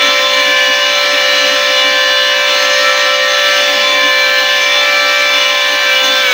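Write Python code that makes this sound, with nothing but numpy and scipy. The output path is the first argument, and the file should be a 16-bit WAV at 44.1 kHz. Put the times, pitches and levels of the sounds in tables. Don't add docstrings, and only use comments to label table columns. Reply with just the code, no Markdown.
import sys
import numpy as np
from scipy import signal
from scipy.fft import rfft, irfft
from scipy.io import wavfile
from scipy.ndimage import uniform_filter1d

SR = 44100
rng = np.random.default_rng(int(sys.argv[2]) if len(sys.argv) > 2 else 0)


def output_pcm(signal):
    pcm = np.clip(np.atleast_2d(signal).T, -1, 1) * 32767
    wavfile.write(sys.argv[1], SR, np.round(pcm).astype(np.int16))


N = 279373
MOTOR_RATIO, RATTLE_RATIO, BELT_RATIO = 1.7864, .9818, .5201


def gain_of(db):
    return 10 ** (np.asarray(db) / 20)


def evened(x):
    return x / np.sqrt(np.mean(abs(x) ** 2) + 1e-20)


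def curves(rows, t):
    times, *columns = np.transpose(rows)
    return [np.interp(t, times, column) for column in columns]


def flutter(hz, count):
    steps = N // 32 + 2
    noise = rng.standard_normal((count, steps)) + 1j * rng.standard_normal((count, steps))
    rates = np.fft.fftfreq(steps, 32 / SR)
    wobbles = np.fft.ifft(np.fft.fft(noise) / (1 + abs(rates / hz) ** 3))
    return np.array([evened(row) for row in wobbles])


def tones(turns, orders, levels_db, fade, fade_hz, blur, blur_hz):
    fade = np.clip(fade * np.sqrt(orders / 8), 0, 1)[:, None]
    slow, quick = flutter(fade_hz, len(orders)), flutter(blur_hz, len(orders))
    shapes = np.sqrt(1 - fade ** 2) + fade * slow + blur * quick
    steps, out = np.arange(N) / 32, np.zeros(N)
    for order, db, shape in zip(orders, levels_db, shapes):
        size = np.interp(steps, np.arange(len(shape)), shape) * np.exp(2j * np.pi * rng.random())
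        angle = 2 * np.pi * (order * turns % 1)
        out += np.sqrt(2) * gain_of(db) * (size * np.exp(1j * angle)).real
    return out


# pitch in Hz,
# width in Hz, relative level in dB.
HUM_NOTES = [(156, 6.6, -30), (225.6, 18, -8.5), (285.6, 12, 5)]
# start in seconds, length in seconds, level in dB.
HUM_SWELLS = [(0.04, 0.091, -31), (0.206, 0.065, -33), (0.337, 0.19, -34), (0.682, 0.034, -30),
              (1.122, 0.056, -33), (1.4, 0.22, -31.5), (1.695, 0.032, -41), (1.829, 0.12, -33),
              (3.611, 0.052, -34), (3.712, 0.16, -33), (3.932, 0.18, -33), (4.41, 0.048, -37),
              (5.706, 0.051, -34), (6.05, 0.14, -34)]

def board_hum(t):
    hz = np.fft.rfftfreq(N, 1 / SR)
    peaks = sum(gain_of(db) / (1 + (2 * (hz - pitch) / width) ** 2) for pitch, width, db in HUM_NOTES)
    hum = evened(irfft(rfft(rng.standard_normal(N)) * peaks, N))
    lumps = evened(flutter(hz=7.8, count=1)[0].real)
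    level = gain_of(-45.5 + 0.5 * np.interp(t * SR / 32, np.arange(len(lumps)), lumps))
    for start, length, db in HUM_SWELLS:
        level += gain_of(db) * np.exp(-(2 * (t - start) / length - 1) ** 2)
    return level * hum


# frequency in Hz, level in dB per Hz.
RUSH_COLOUR = [(70, -108), (200, -74), (420, -62), (1250, -60), (1700, -55.5), (2900, -52), (3300, -54),
               (4200, -54.5), (4800, -59.5), (6300, -60), (7200, -72), (11000, -83), (13800, -79),
               (14800, -69)]
BAND_HZ = [3260, 5000, 13000]
# time in seconds, then the three bands in dB. Only swings around a band's average count.
BAND_SWINGS = [(0.0, -21, -24, -46), (0.02, -18, -22.5, -38), (0.79, -23, -25, -41),
               (1.18, -18.5, -22.5, -38), (1.62, -19.5, -22.5, -40), (1.89, -23.5, -23.5, -41),
               (2.31, -21.5, -26.5, -39.5), (2.75, -19, -21, -39), (3.0, -20, -23, -41),
               (3.21, -23, -25, -43), (3.45, -19.5, -22.5, -38), (3.68, -19, -22, -38.5),
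               (3.97, -21, -26, -38.5), (4.42, -21.5, -27, -37), (4.44, -22, -26.5, -40),
               (5.2, -20, -23.5, -38), (5.55, -22, -25, -40), (6.08, -21, -24.5, -35),
               (6.29, -20, -25.5, -36), (6.33, -14, -22, -33)]

def air_rush(turns):
    frames, hz = N // 256 + 5, np.fft.rfftfreq(1024, 1 / SR)
    real, imag, patches = rng.standard_normal((frames, 513, 3)).T
    patches = evened(uniform_filter1d(uniform_filter1d(patches, 14, 0), 12, 1))
    gusts = evened(uniform_filter1d(rng.standard_normal(frames), 6))
    bands_db = np.array(curves(BAND_SWINGS, np.arange(frames) * 256 / SR))
    blend = np.transpose([np.interp(hz, BAND_HZ, row) for row in np.eye(len(BAND_HZ))])
    swing_db = blend @ (bands_db - bands_db.mean(axis=1, keepdims=True))
    point_hz, point_db = np.transpose(RUSH_COLOUR)
    colour_db = np.interp(np.log(hz + 1), np.log(point_hz), point_db)[:, None]
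    spectrum = (real + 1j * imag) * gain_of(colour_db + swing_db + 1.9 * patches + 0.6 * gusts)
    noise = evened(signal.istft(spectrum, nperseg=1024, noverlap=768)[1][:N])
    level = np.sqrt(np.sum(gain_of(colour_db) ** 2) * hz[1])
    angle = 2 * np.pi * turns
    chop = 1 + 0.047 * np.cos(MOTOR_RATIO * angle) + 0.15 * np.cos(RATTLE_RATIO * angle)
    return level * noise * chop


BELT_ORDERS = [1, 2, 5, 8, 10, 12, 13]
BELT_DB = [-66, -48, -44, -48, -42, -44, -34]

def belt_whine(turns):
    orders = BELT_RATIO * np.array(BELT_ORDERS)
    return tones(turns, orders, BELT_DB, fade=0.27, fade_hz=2.6, blur=0.14, blur_hz=31)


# motor order, drum order. Then
# their levels in dB.
SHAKE_ORDERS = [(1, -1), (0, 1), (2, -1), (1, 1), (3, -2), (1, 2), (3, -1), (4, -2), (2, 2), (4, -1),
                (3, 1), (3, 2), (5, -1), (4, 1), (6, -2), (5, 0), (4, 2), (5, 1), (6, 0), (5, 2), (6, 1),
                (7, 0), (0, 16), (11, 0), (0, 20), (0, 22), (0, 24), (23, 0), (24, 0), (7, -3), (5, -2),
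                (0, 3), (6, -1), (8, 0), (13, 0), (0, 30), (0, 32), (0, 38)]
SHAKE_DB = [-52, -48, -36, -35, -37, -44, -41, -41, -37, -41, -31.5, -40, -41, -31.5, -36, -31.5, -34, -33,
            -32.5, -37, -36, -36, -35, -41, -39, -42.5, -52.5, -65, -56, -41, -40, -48, -41, -41, -52, -59,
            -61, -69]

def shaking(turns):
    orders = np.dot(SHAKE_ORDERS, [MOTOR_RATIO, 1])
    return tones(turns, orders, SHAKE_DB, fade=0.9, fade_hz=3.5, blur=0.21, blur_hz=21)


def housing_whine(turns):
    pairs = [(motor, drum) for motor in range(2, 10) for drum in range(-4, 5)
             if drum and (motor, drum) not in SHAKE_ORDERS]
    orders = np.dot(pairs, [MOTOR_RATIO, 1])
    orders = orders[(orders > 5) & (orders < 16)]
    levels_db = -45 + 2.1 * rng.standard_normal(len(orders))
    return tones(turns, orders, levels_db, fade=0.39, fade_hz=2.3, blur=0.12, blur_hz=15)


# motor order, rattling part's order. 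Then their levels in dB.
RATTLE_ORDERS = [(4, -1), (3, 2), (4, 1), (4, 2), (5, 1), (5, 2), (6, 1), (5, 3), (6, 2), (7, 1), (7, 2),
                 (8, 1), (7, 3), (8, 2), (9, 2), (4, 3), (10, 2)]
RATTLE_DB = [-39, -40, -34, -36, -31, -32, -32, -36, -36, -31.5, -32, -40, -41, -42, -43, -36, -47]

def rattle(turns):
    orders = np.dot(RATTLE_ORDERS, [MOTOR_RATIO, RATTLE_RATIO])
    return tones(turns, orders, RATTLE_DB, fade=0.87, fade_hz=2.8, blur=0.064, blur_hz=19)


# time in seconds, turns per second.
DRUM_SPEED = [(0, 290.5), (.42, 290.8), (.98, 290.8), (1.54, 290.9), (2.1, 291.2), (2.66, 291.2),
              (3.22, 291.1), (3.78, 291.2), (4.34, 291.6), (4.9, 291.6), (5.46, 291.4), (6.21, 292.0),
              (6.33, 279.5)]

def drum_speed(t):
    return curves(DRUM_SPEED, t)[0]


# time in seconds, place along the board in metres, then the extra metres
STROKES = [(0.0, 0.06, 0.919, 1.973, 0.925, 0.722, 0.907), (0.25, -0.06, 0.858, 1.955, 0.871, 0.776, 0.799),
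           (0.5, -0.18, 0.933, 2.029, 0.856, 0.74, 0.742), (0.75, -0.17, 0.955, 2.065, 0.816, 0.75, 0.754),
           (1.0, 0.06, 0.888, 1.936, 0.793, 0.86, 0.866), (1.25, 0.12, 0.867, 1.853, 0.81, 0.818, 0.833),
           (1.5, 0.03, 0.899, 1.881, 0.827, 0.804, 0.822), (1.75, -0.11, 0.903, 1.914, 0.838, 0.72, 0.739),
           (2.0, -0.21, 0.957, 2.069, 0.848, 0.765, 0.771), (2.25, -0.14, 0.95, 2.086, 0.834, 0.772, 0.794),
           (2.5, 0.05, 0.904, 1.967, 0.861, 0.828, 0.809), (2.75, 0.21, 0.851, 1.844, 0.872, 0.867, 0.839),
           (3.0, 0.27, 0.889, 1.524, 0.84, 0.906, 0.903), (3.25, 0.2, 0.845, 1.897, 0.851, 0.757, 0.793),
           (3.5, 0.07, 0.958, 1.847, 0.865, 0.734, 0.857), (3.75, -0.05, 0.902, 1.87, 0.747, 0.789, 0.785),
           (4.0, -0.18, 0.915, 2.031, 0.796, 0.739, 0.745), (4.25, -0.2, 0.972, 2.147, 0.757, 0.711, 0.708),
           (4.5, -0.05, 0.944, 2.059, 0.728, 0.621, 0.632), (4.75, 0.13, 0.886, 1.957, 0.763, 0.737, 0.785),
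           (5.0, 0.18, 0.968, 1.862, 0.772, 0.638, 0.734), (5.25, 0.1, 0.951, 1.908, 0.773, 0.658, 0.758),
           (5.5, -0.01, 0.892, 1.987, 0.705, 0.598, 0.764),
           (5.75, -0.11, 0.963, 2.051, 0.623, 0.586, 0.771),
           (6.0, -0.24, 1.044, 2.161, 0.686, 0.573, 0.703), (6.25, -0.26, 1.004, 2.14, 0.609, 0.643, 0.639)]

def stroke_levels(rows, orders, t):
    rounding = round(0.2 * SR)
    place, *paths = [uniform_filter1d(c, rounding, mode="nearest")[::64] for c in curves(STROKES, t)]
    waves_per_m = orders * np.mean(drum_speed(t)) / 343
    levels_db = []
    for (db, db_per_m, *shares), waves in zip(rows, waves_per_m):
        with_echoes = 1 + np.dot(shares, np.exp(2j * np.pi * waves * np.array(paths)))
        echo_db = 10 * np.log10(abs(with_echoes) ** 2 + 1e-3)
        levels_db.append(np.interp(t, t[::64], db + db_per_m * place + echo_db))
    return levels_db


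MOTOR_ORDERS = [(1, 0, 0), (2, 0, 0), (3, 0, 0), (4, 0, 0), (12, 0, 0), (2, 1, 0), (3, 0, 1)]
# one tone's level in dB before echoes, change in dB per metre along the board,
# then the strength of each of the five echoes (minus flips the wave).
MOTOR_LEVELS = [(-21, -5.5, 0.4, -0.23, -0.38, 0.015, 0.3), (-27, -23, -0.68, 0.33, 0.18, -0.083, 0.17),
                (-27.5, -4.0, -0.6, -0.15, 0.28, 0.23, 0.11), (-32, 1, -0.36, -0.073, -0.14, -0.11, 0.14),
                (-37, 9, 0.039, -0.16, -0.096, -0.14, 0.41), (-26.5, 19, 0.41, -0.53, -0.092, 0.16, -0.21),
                (-26.9, 27, -0.33, 0.11, 0.13, 0.42, -0.012)]

def motor_whine(turns, t):
    orders = np.dot(MOTOR_ORDERS, [MOTOR_RATIO, 1, RATTLE_RATIO])
    levels_db = stroke_levels(MOTOR_LEVELS, orders, t)
    return tones(turns, orders, levels_db, fade=0.35, fade_hz=13, blur=0.03, blur_hz=19)


BLADE_HARMONICS = [1, 2, 3, 4, 5, 6, 7, 9]
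# one tone's level in dB before echoes, change in dB per metre, five echo strengths.
BLADE_LEVELS = [(-23.5, -5.0, -0.26, 0.28, -0.039, -0.072, -0.048),
                (-30, 26, -0.4, -0.1, 0.2, 0.017, -0.09), (-21, -11, -0.037, -0.47, -0.15, -0.34, 0.0023),
                (-20, -9, 0.075, -0.17, 0.16, -0.39, 0.6), (-25, -11.5, 0.07, -0.51, 0.89, 0.42, 0.37),
                (-24.5, -5.5, -0.29, 0.43, 0.59, -0.8, 1), (-28.5, -10.0, -0.75, 0.49, -0.068, -0.38, 0.02),
                (-32, 14, 0.019, 0.099, -0.3, 0.06, 0.2)]

def blade_whine(turns, t):
    orders = 2 * np.array(BLADE_HARMONICS)
    levels_db = stroke_levels(BLADE_LEVELS, orders, t)
    return tones(turns, orders, levels_db, fade=0.15, fade_hz=13.5, blur=0.069, blur_hz=13)


def scene():
    t = np.arange(N) / SR
    turns = np.cumsum(drum_speed(t)) / SR
    loud = blade_whine(turns, t) + motor_whine(turns, t)
    soft = shaking(turns) + rattle(turns) + belt_whine(turns) + housing_whine(turns)
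    return (loud + soft + air_rush(turns) + board_hum(t))[None]


def record(dry):
    bass_cut_hz, treble_cut_hz = 135, 15780
    thin = signal.sosfilt(signal.butter(3, bass_cut_hz, "high", fs=SR, output="sos"), dry)
    clipped = np.clip(thin, -.955, .955)
    treble_cut = signal.firwin(1023, treble_cut_hz, window=("kaiser", 9), fs=SR)
    return signal.oaconvolve(clipped, treble_cut[None], "same")


dry = scene()
out = record(dry)
output_pcm(out)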